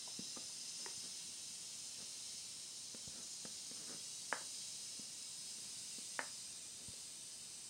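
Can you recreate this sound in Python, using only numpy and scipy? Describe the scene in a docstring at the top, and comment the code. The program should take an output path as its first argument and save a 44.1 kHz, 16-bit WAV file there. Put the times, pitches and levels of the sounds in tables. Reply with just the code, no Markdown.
"""Silicone bubble toy on a wooden floor

A finger works the toy: its rim taps the boards, soft impacts thump, and the fingertip rubs
by stick-slip friction. Three domes buckle and snap through, each exciting damped resonances.
The room reverberates briefly. A steady high hiss, like running water, slowly changes colour
above a low room noise. Both channels carry the same signal."""
import sys
import numpy as np
from scipy import signal
from scipy.fft import rfft, irfft, next_fast_len
from scipy.io import wavfile
from scipy.ndimage import uniform_filter1d

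SR = 44100
rng = np.random.default_rng(int(sys.argv[2]) if len(sys.argv) > 2 else 0)


def put_to_file(sound):
    """Save the sound as 16-bit audio at rate SR, in the file named by the first command-line argument."""
    columns = np.atleast_2d(sound).T  # one column per channel
    safe = np.clip(columns, -1, 1)
    whole_steps = np.round(safe * 32767)
    wavfile.write(sys.argv[1], SR, whole_steps.astype(np.int16))


N = 339129

# spectral envelope of the hiss: f/Hz, relative level/dB
HISS_SPECTRUM = [(600, -35), (1700, -18), (2600, -9.5), (3400, -7.5), (3900, -3), (5200, 0), (6800, -1),
                 (7700, -3.5), (8800, 0.5), (9900, -8.5), (11000, -14), (12000, -21.5), (13500, -23),
                 (15600, -21)]
# resonances of the hiss: f/Hz, bandwidth/Hz, lift with its path open/dB, lift with it shaded/dB
HISS_RESONANCES = [(2800, 130, 3, 0), (3183, 320, 5.5, 1), (3740, 60, 3.5, 4), (4030, 490, 4.5, -0.5),
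                   (5060, 190, 4.5, 5), (5450, 420, 4.5, -4.5), (6200, 430, 4.5, -1), (7136, 153, 9, 2.5),
                   (8130, 500, 2.5, 7.5), (8680, 220, 5, 4), (9550, 110, 7.5, 4), (10200, 810, 1, -1.5),
                   (11240, 220, 4.5, 2)]
# slow drift of the hiss: t/s, level/dB
HISS_ENVELOPE = [(0.0, -50.5), (0.56, -50.5), (0.94, -49), (1.39, -50.5), (2.31, -49.5), (2.7, -51.5),
                 (4.77, -49), (5.1, -50.5), (6.0, -48.5), (6.72, -51.5), (7.0, -50), (7.19, -51.5),
                 (7.65, -52), (7.69, -53)]
# spectral envelope of the room noise: f/Hz, relative level/dB
ROOM_NOISE_SPECTRUM = [(20, -28), (35, -17), (55, -10), (100, -1.5), (170, 0), (230, 0), (320, -5),
                       (550, -7.5), (1000, -9.5), (1700, -13.5), (3000, -19.5), (8000, -57)]
# reverberation time of the room: f/Hz, T60/s
ROOM_DECAY = [(120, 0.1), (300, 0.32), (800, 0.3), (1800, 0.25), (5000, 0.24)]
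# the rim striking the boards: t/s, level/dB, f/Hz
RIM_TAPS = [(.0768, -48, 990), (.0815, -54, 745), (.3640, -51.5, 1230), (0.37, -51, 1260),
            (.3715, -50, 910), (.4980, -58, 985), (6.9370, -57, 540)]
# soft blows of finger and sheet on the floor: t/s, level/dB, f/Hz, knock re the blow/dB
SOFT_BLOWS = [(0.1931, -37, 217, -13.5), (0.3718, -43.5, 264, -4), (0.8636, -46, 394, -18),
              (.9790, -50, 128, -17), (1.0480, -60, 284, -17), (1.508, -56, 105, -19),
              (2.026, -49.5, 225, -20), (2.9470, -48, 229, 0), (3.0780, -43, 115, -12),
              (3.4520, -44, 202, -2), (3.7143, -49, 224, -2.5), (3.947, -54, 201, -8),
              (4.4110, -56, 330, -1), (4.995, -45, 215, -11), (5.584, -59.5, 229, 0),
              (5.985, -50, 214, -4.5), (6.8866, -41.5, 110, -18)]
# the fingertip dragging over silicone: t/s, duration/s, level before the envelope/dB
RUB_STROKES = [(0.764, 0.11, -66), (1.018, 0.058, -64), (1.972, 0.067, -63.5), (3.101, 0.15, -64.5),
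               (3.73, 0.15, -65.5), (3.854, 0.12, -57.5), (6.776, 0.074, -68)]
# spectral envelope of the friction: f/Hz, relative level/dB
FRICTION_SPECTRUM = [(60, -37), (140, -3), (230, 5), (330, -1.5), (480, -2), (900, -12.5), (1600, -8.5),
                     (2600, -22), (5000, -54)]
# domes snapping through: t/s, level/dB, pulse f/Hz, dome f/Hz, dome level/dB,
# air pocket f/Hz, pocket level/dB, sheet level/dB (the last three levels re the pulse)
DOME_SNAPS = [(.8620, -47, 1400, 1890, 4, 926, 5, -17), (4.3270, -25.5, 1270, 1680, -4, 900, -11, 4.5),
              (6.1925, -29, 1430, 1780, -1, 915, -11, 8)]
# modes of the silicone sheet around the domes: f/Hz, relative level/dB, T60/s
SHEET_MODES = [(265, -30, 0.11), (560, -18.5, 0.013), (740, -31, 0.033), (1490, -25, 0.066),
               (2060, -24, 0.025), (3000, -28.5, 0.046)]


def amp(db):
    """Amplitude ratio of a level in decibels."""
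    return 10 ** (np.asarray(db) / 20)


def unit_rms(x):
    """Normalisation to an rms of 1."""
    return x / np.sqrt(np.mean(x ** 2) + 1e-20)


def log_interp(points, hz):
    """Interpolation of (f, value) points on a logarithmic frequency axis."""
    f, values = np.transpose(points)
    return np.interp(np.log(hz + 1), np.log(f + 1), values)


def filtered(x, response):
    """Linear filtering: the spectrum is multiplied by a frequency response."""
    size = next_fast_len(len(x) + 8192)
    return irfft(rfft(x, size) * response(np.fft.rfftfreq(size, 1 / SR)), size)[:len(x)]


def coloured(x, spectrum):
    """Spectral shaping by (f, level) points, at an rms of 1."""
    return unit_rms(filtered(x, lambda hz: amp(log_interp(spectrum, hz))))


def low_cut(x, hz, order=2):
    """Butterworth high-pass filtering."""
    return signal.sosfilt(signal.butter(order, hz, "highpass", fs=SR, output="sos"), x)


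def add(track, start_s, x):
    """Superposition of x on the track from a given time."""
    i = max(round(start_s * SR), 0)
    track[i:i + len(x)] += x[:max(len(track) - i, 0)]


def in_room(x, wet_db, build_s=0.0019, gap_s=0.0047):
    """Reverberation: a diffuse, decaying tail builds up once the nearest walls reflect the sound."""
    hz, t, bands = signal.stft(rng.standard_normal(SR // 2), SR, nperseg=256)
    tail = signal.istft(bands * amp(-60 * t / log_interp(ROOM_DECAY, hz)[:, None]), SR)[1]
    since = np.maximum(np.arange(len(tail)) / SR - gap_s, 0)
    tail *= 1 - np.exp(-(since / build_s) ** 2)
    return x + amp(wet_db) * signal.fftconvolve(x, tail / np.linalg.norm(tail))[:len(x)]


def ring(t, hz, t60):
    """Free vibration of a damped oscillator, starting at t = 0."""
    t = np.maximum(t, 0)
    return np.sin(2 * np.pi * hz * t) * np.exp(-np.log(1000) * t / t60)


def soft_ring(t, hz, t60, swell_cycles=0.43):
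    """Compliant contact: rubber yields for half a cycle before it pushes at t = 0; the peak is 1."""
    since = np.maximum(t + .5 / hz, 0)
    swell = 1 - np.exp(-(since * hz / swell_cycles) ** 2)
    x = -ring(since, hz, t60) * swell
    return x / abs(x).max()


def pressure_pulse(t, hz):
    """A transient centred on t = 0: rarefaction, compression, rarefaction."""
    u = (np.pi * hz * t) ** 2
    return (1 - 2 * u) * np.exp(-u)


def smooth_field(shape, bins, frames):
    """Random fluctuation, correlated over frequency and time by moving averages."""
    across_frequency = uniform_filter1d(rng.standard_normal(shape), size=bins, axis=0)
    return unit_rms(uniform_filter1d(across_frequency, size=frames, axis=1))


def hiss(shade_from_s=2.6, shade_per_s=.19, patch_db=1.03, ripple_db=3.5, ripple_top_hz=11500):
    """Filtered noise: resonances change as its path is shaded; random ripple stands for interference."""
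    hz, t, bands = signal.stft(rng.standard_normal(N), SR, nperseg=4096)
    shade = np.clip(shade_per_s * (t - shade_from_s), 0, 1)  # 0 open, 1 shaded
    colour_db = log_interp(HISS_SPECTRUM, hz)[:, None]
    for centre, width, open_db, shaded_db in HISS_RESONANCES:
        bump = .5 ** ((2 * (hz - centre) / width) ** 2)
        colour_db = colour_db + np.outer(bump, open_db + (shaded_db - open_db) * shade)
    patches = smooth_field(bands.shape, bins=9, frames=8)
    ripple = smooth_field(bands.shape, bins=2, frames=40)
    # the walls absorb the highest frequencies, so reflections ripple these less
    depth_db = ripple_db / (1 + (hz[:, None] / ripple_top_hz) ** 4)
    noise = signal.istft(bands * amp(colour_db + patch_db * patches + depth_db * ripple), SR)[1][:N]
    level_db = np.interp(np.arange(N) / SR, *np.transpose(HISS_ENVELOPE)) - 0.03
    return unit_rms(noise) * amp(level_db)


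def room_noise(level_db=-68.5):
    """Stationary background noise, strongest at low frequencies."""
    return coloured(rng.standard_normal(N), ROOM_NOISE_SPECTRUM) * amp(level_db)


def rim_taps(wet_db=-5, rim_t60=0.028, ring_spill=0.54, click_gain=0.98):
    """Impulse excitation: the stiff rim meets the floor with a click and one damped mode."""
    out, t = np.zeros(N), np.arange(-SR // 200, SR // 2) / SR
    for start, db, hz in RIM_TAPS:
        rim = ring(t, hz, rim_t60)
        click = click_gain * pressure_pulse(t, hz)
        # the click fills the room; the ring is heard more directly
        tap = in_room(click + ring_spill * rim, wet_db) + (1 - ring_spill) * rim
        add(out, start + t[0], amp(db) * tap)
    return out


def thumps(wet_db=-8, body_t60=0.035, sheet_hz=220, knock_hz=470, knock_t60=0.02,
           tick_hz=1900, tick_t60=0.024):
    """Damped impact of rubber on wood: a few low cycles, a knock of the board and a contact tick."""
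    out, t = np.zeros(N), np.arange(-SR // 100, SR // 2) / SR
    for start, db, hz, knock_db in SOFT_BLOWS:
        # blows below the sheet's usual pitch, pressed flat on the boards, die sooner
        t60 = body_t60 * min(hz / sheet_hz, 1) ** 1.85
        body = low_cut(soft_ring(t, hz, t60), 0.75 * hz, order=1)
        knock = soft_ring(t, knock_hz * np.exp(rng.normal(0, 0.062)), knock_t60)
        grit = filtered(rng.standard_normal(len(t)), lambda f: 1 / (1 + (f / tick_hz) ** 4))
        tick_envelope = (t >= 0) * np.exp(-np.log(1000) * abs(t) / tick_t60)
        tick = low_cut(grit * tick_envelope, knock_hz)
        tick_db = -2 + 1.3 * knock_db
        blow = body + amp(knock_db) * knock + amp(tick_db) * tick / abs(tick).max()
        add(out, start + t[0], amp(db) * in_room(blow, wet_db))
    return out


def rubs(wet_db=-5, slips_per_s=100, scatter=.15):
    """Stick-slip friction: the fingertip gives uneven pulses and noise that swell and fade each stroke."""
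    out = np.zeros(N)
    for start, duration, db in RUB_STROKES:
        n = int(duration * SR)
        gaps = np.exp(scatter * rng.standard_normal(size=64)) / slips_per_s
        slip_samples = (np.cumsum(gaps) * SR).astype(int)
        slips = np.bincount(slip_samples, minlength=n)[:n]
        friction = unit_rms(slips) + rng.standard_normal(SR)[:n]
        envelope = np.sin(np.pi * np.arange(n) / n)
        add(out, start, amp(db) * coloured(friction, FRICTION_SPECTRUM) * envelope)
    return in_room(out, wet_db)


def dome_pops(wet_db=-4, ring_spill=0.47, dome_t60=0.02, pocket_t60=0.019, echo_s=0.00268, echo_gain=0.23):
    """Snap-through buckling: a dome flips with one pulse; dome, air pocket and sheet ring on."""
    out, t = np.zeros(N), np.arange(-SR // 200, SR // 2) / SR
    hollow_ring = amp(-29) * ring(t, hz=765, t60=0.19)  # lingers after each pop
    for start, db, pulse_hz, dome_hz, dome_db, pocket_hz, pocket_db, sheet_db in DOME_SNAPS:
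        # each mode starts part of a cycle early, so that it crests with the pulse
        sheet = sum(amp(level + rng.normal(0, 1)) * ring(t + .25 / hz, hz, t60)
                    for hz, level, t60 in SHEET_MODES)
        dome = -ring(t + .75 / dome_hz, dome_hz, dome_t60)
        pocket = ring(t + .25 / pocket_hz, pocket_hz, pocket_t60)
        modes = amp(dome_db) * dome + amp(pocket_db) * pocket + amp(sheet_db) * sheet
        # a near surface returns a duller copy of the pulse
        pulse = pressure_pulse(t, pulse_hz) - echo_gain * pressure_pulse(t - echo_s, pulse_hz / 2)
        pop = in_room(pulse + ring_spill * modes, wet_db) + (1 - ring_spill) * modes + hollow_ring
        # so small a dome radiates little bass
        add(out, start + t[0], amp(db) * low_cut(pop, hz=200))
    return out


def scene():
    """Superposition: all sources sum at one point, alike in both channels."""
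    mono = dome_pops() + thumps() + rim_taps() + rubs() + hiss() + room_noise()
    return np.array([mono, mono])


def record(dry, bottom_hz=46, top_hz=15800):
    """Band limiting: deep bass rolls off and the highest treble is removed."""
    return np.array([filtered(x, lambda hz: hz < top_hz) for x in low_cut(dry, bottom_hz, order=4)])


dry = scene()
out = record(dry)
put_to_file(out)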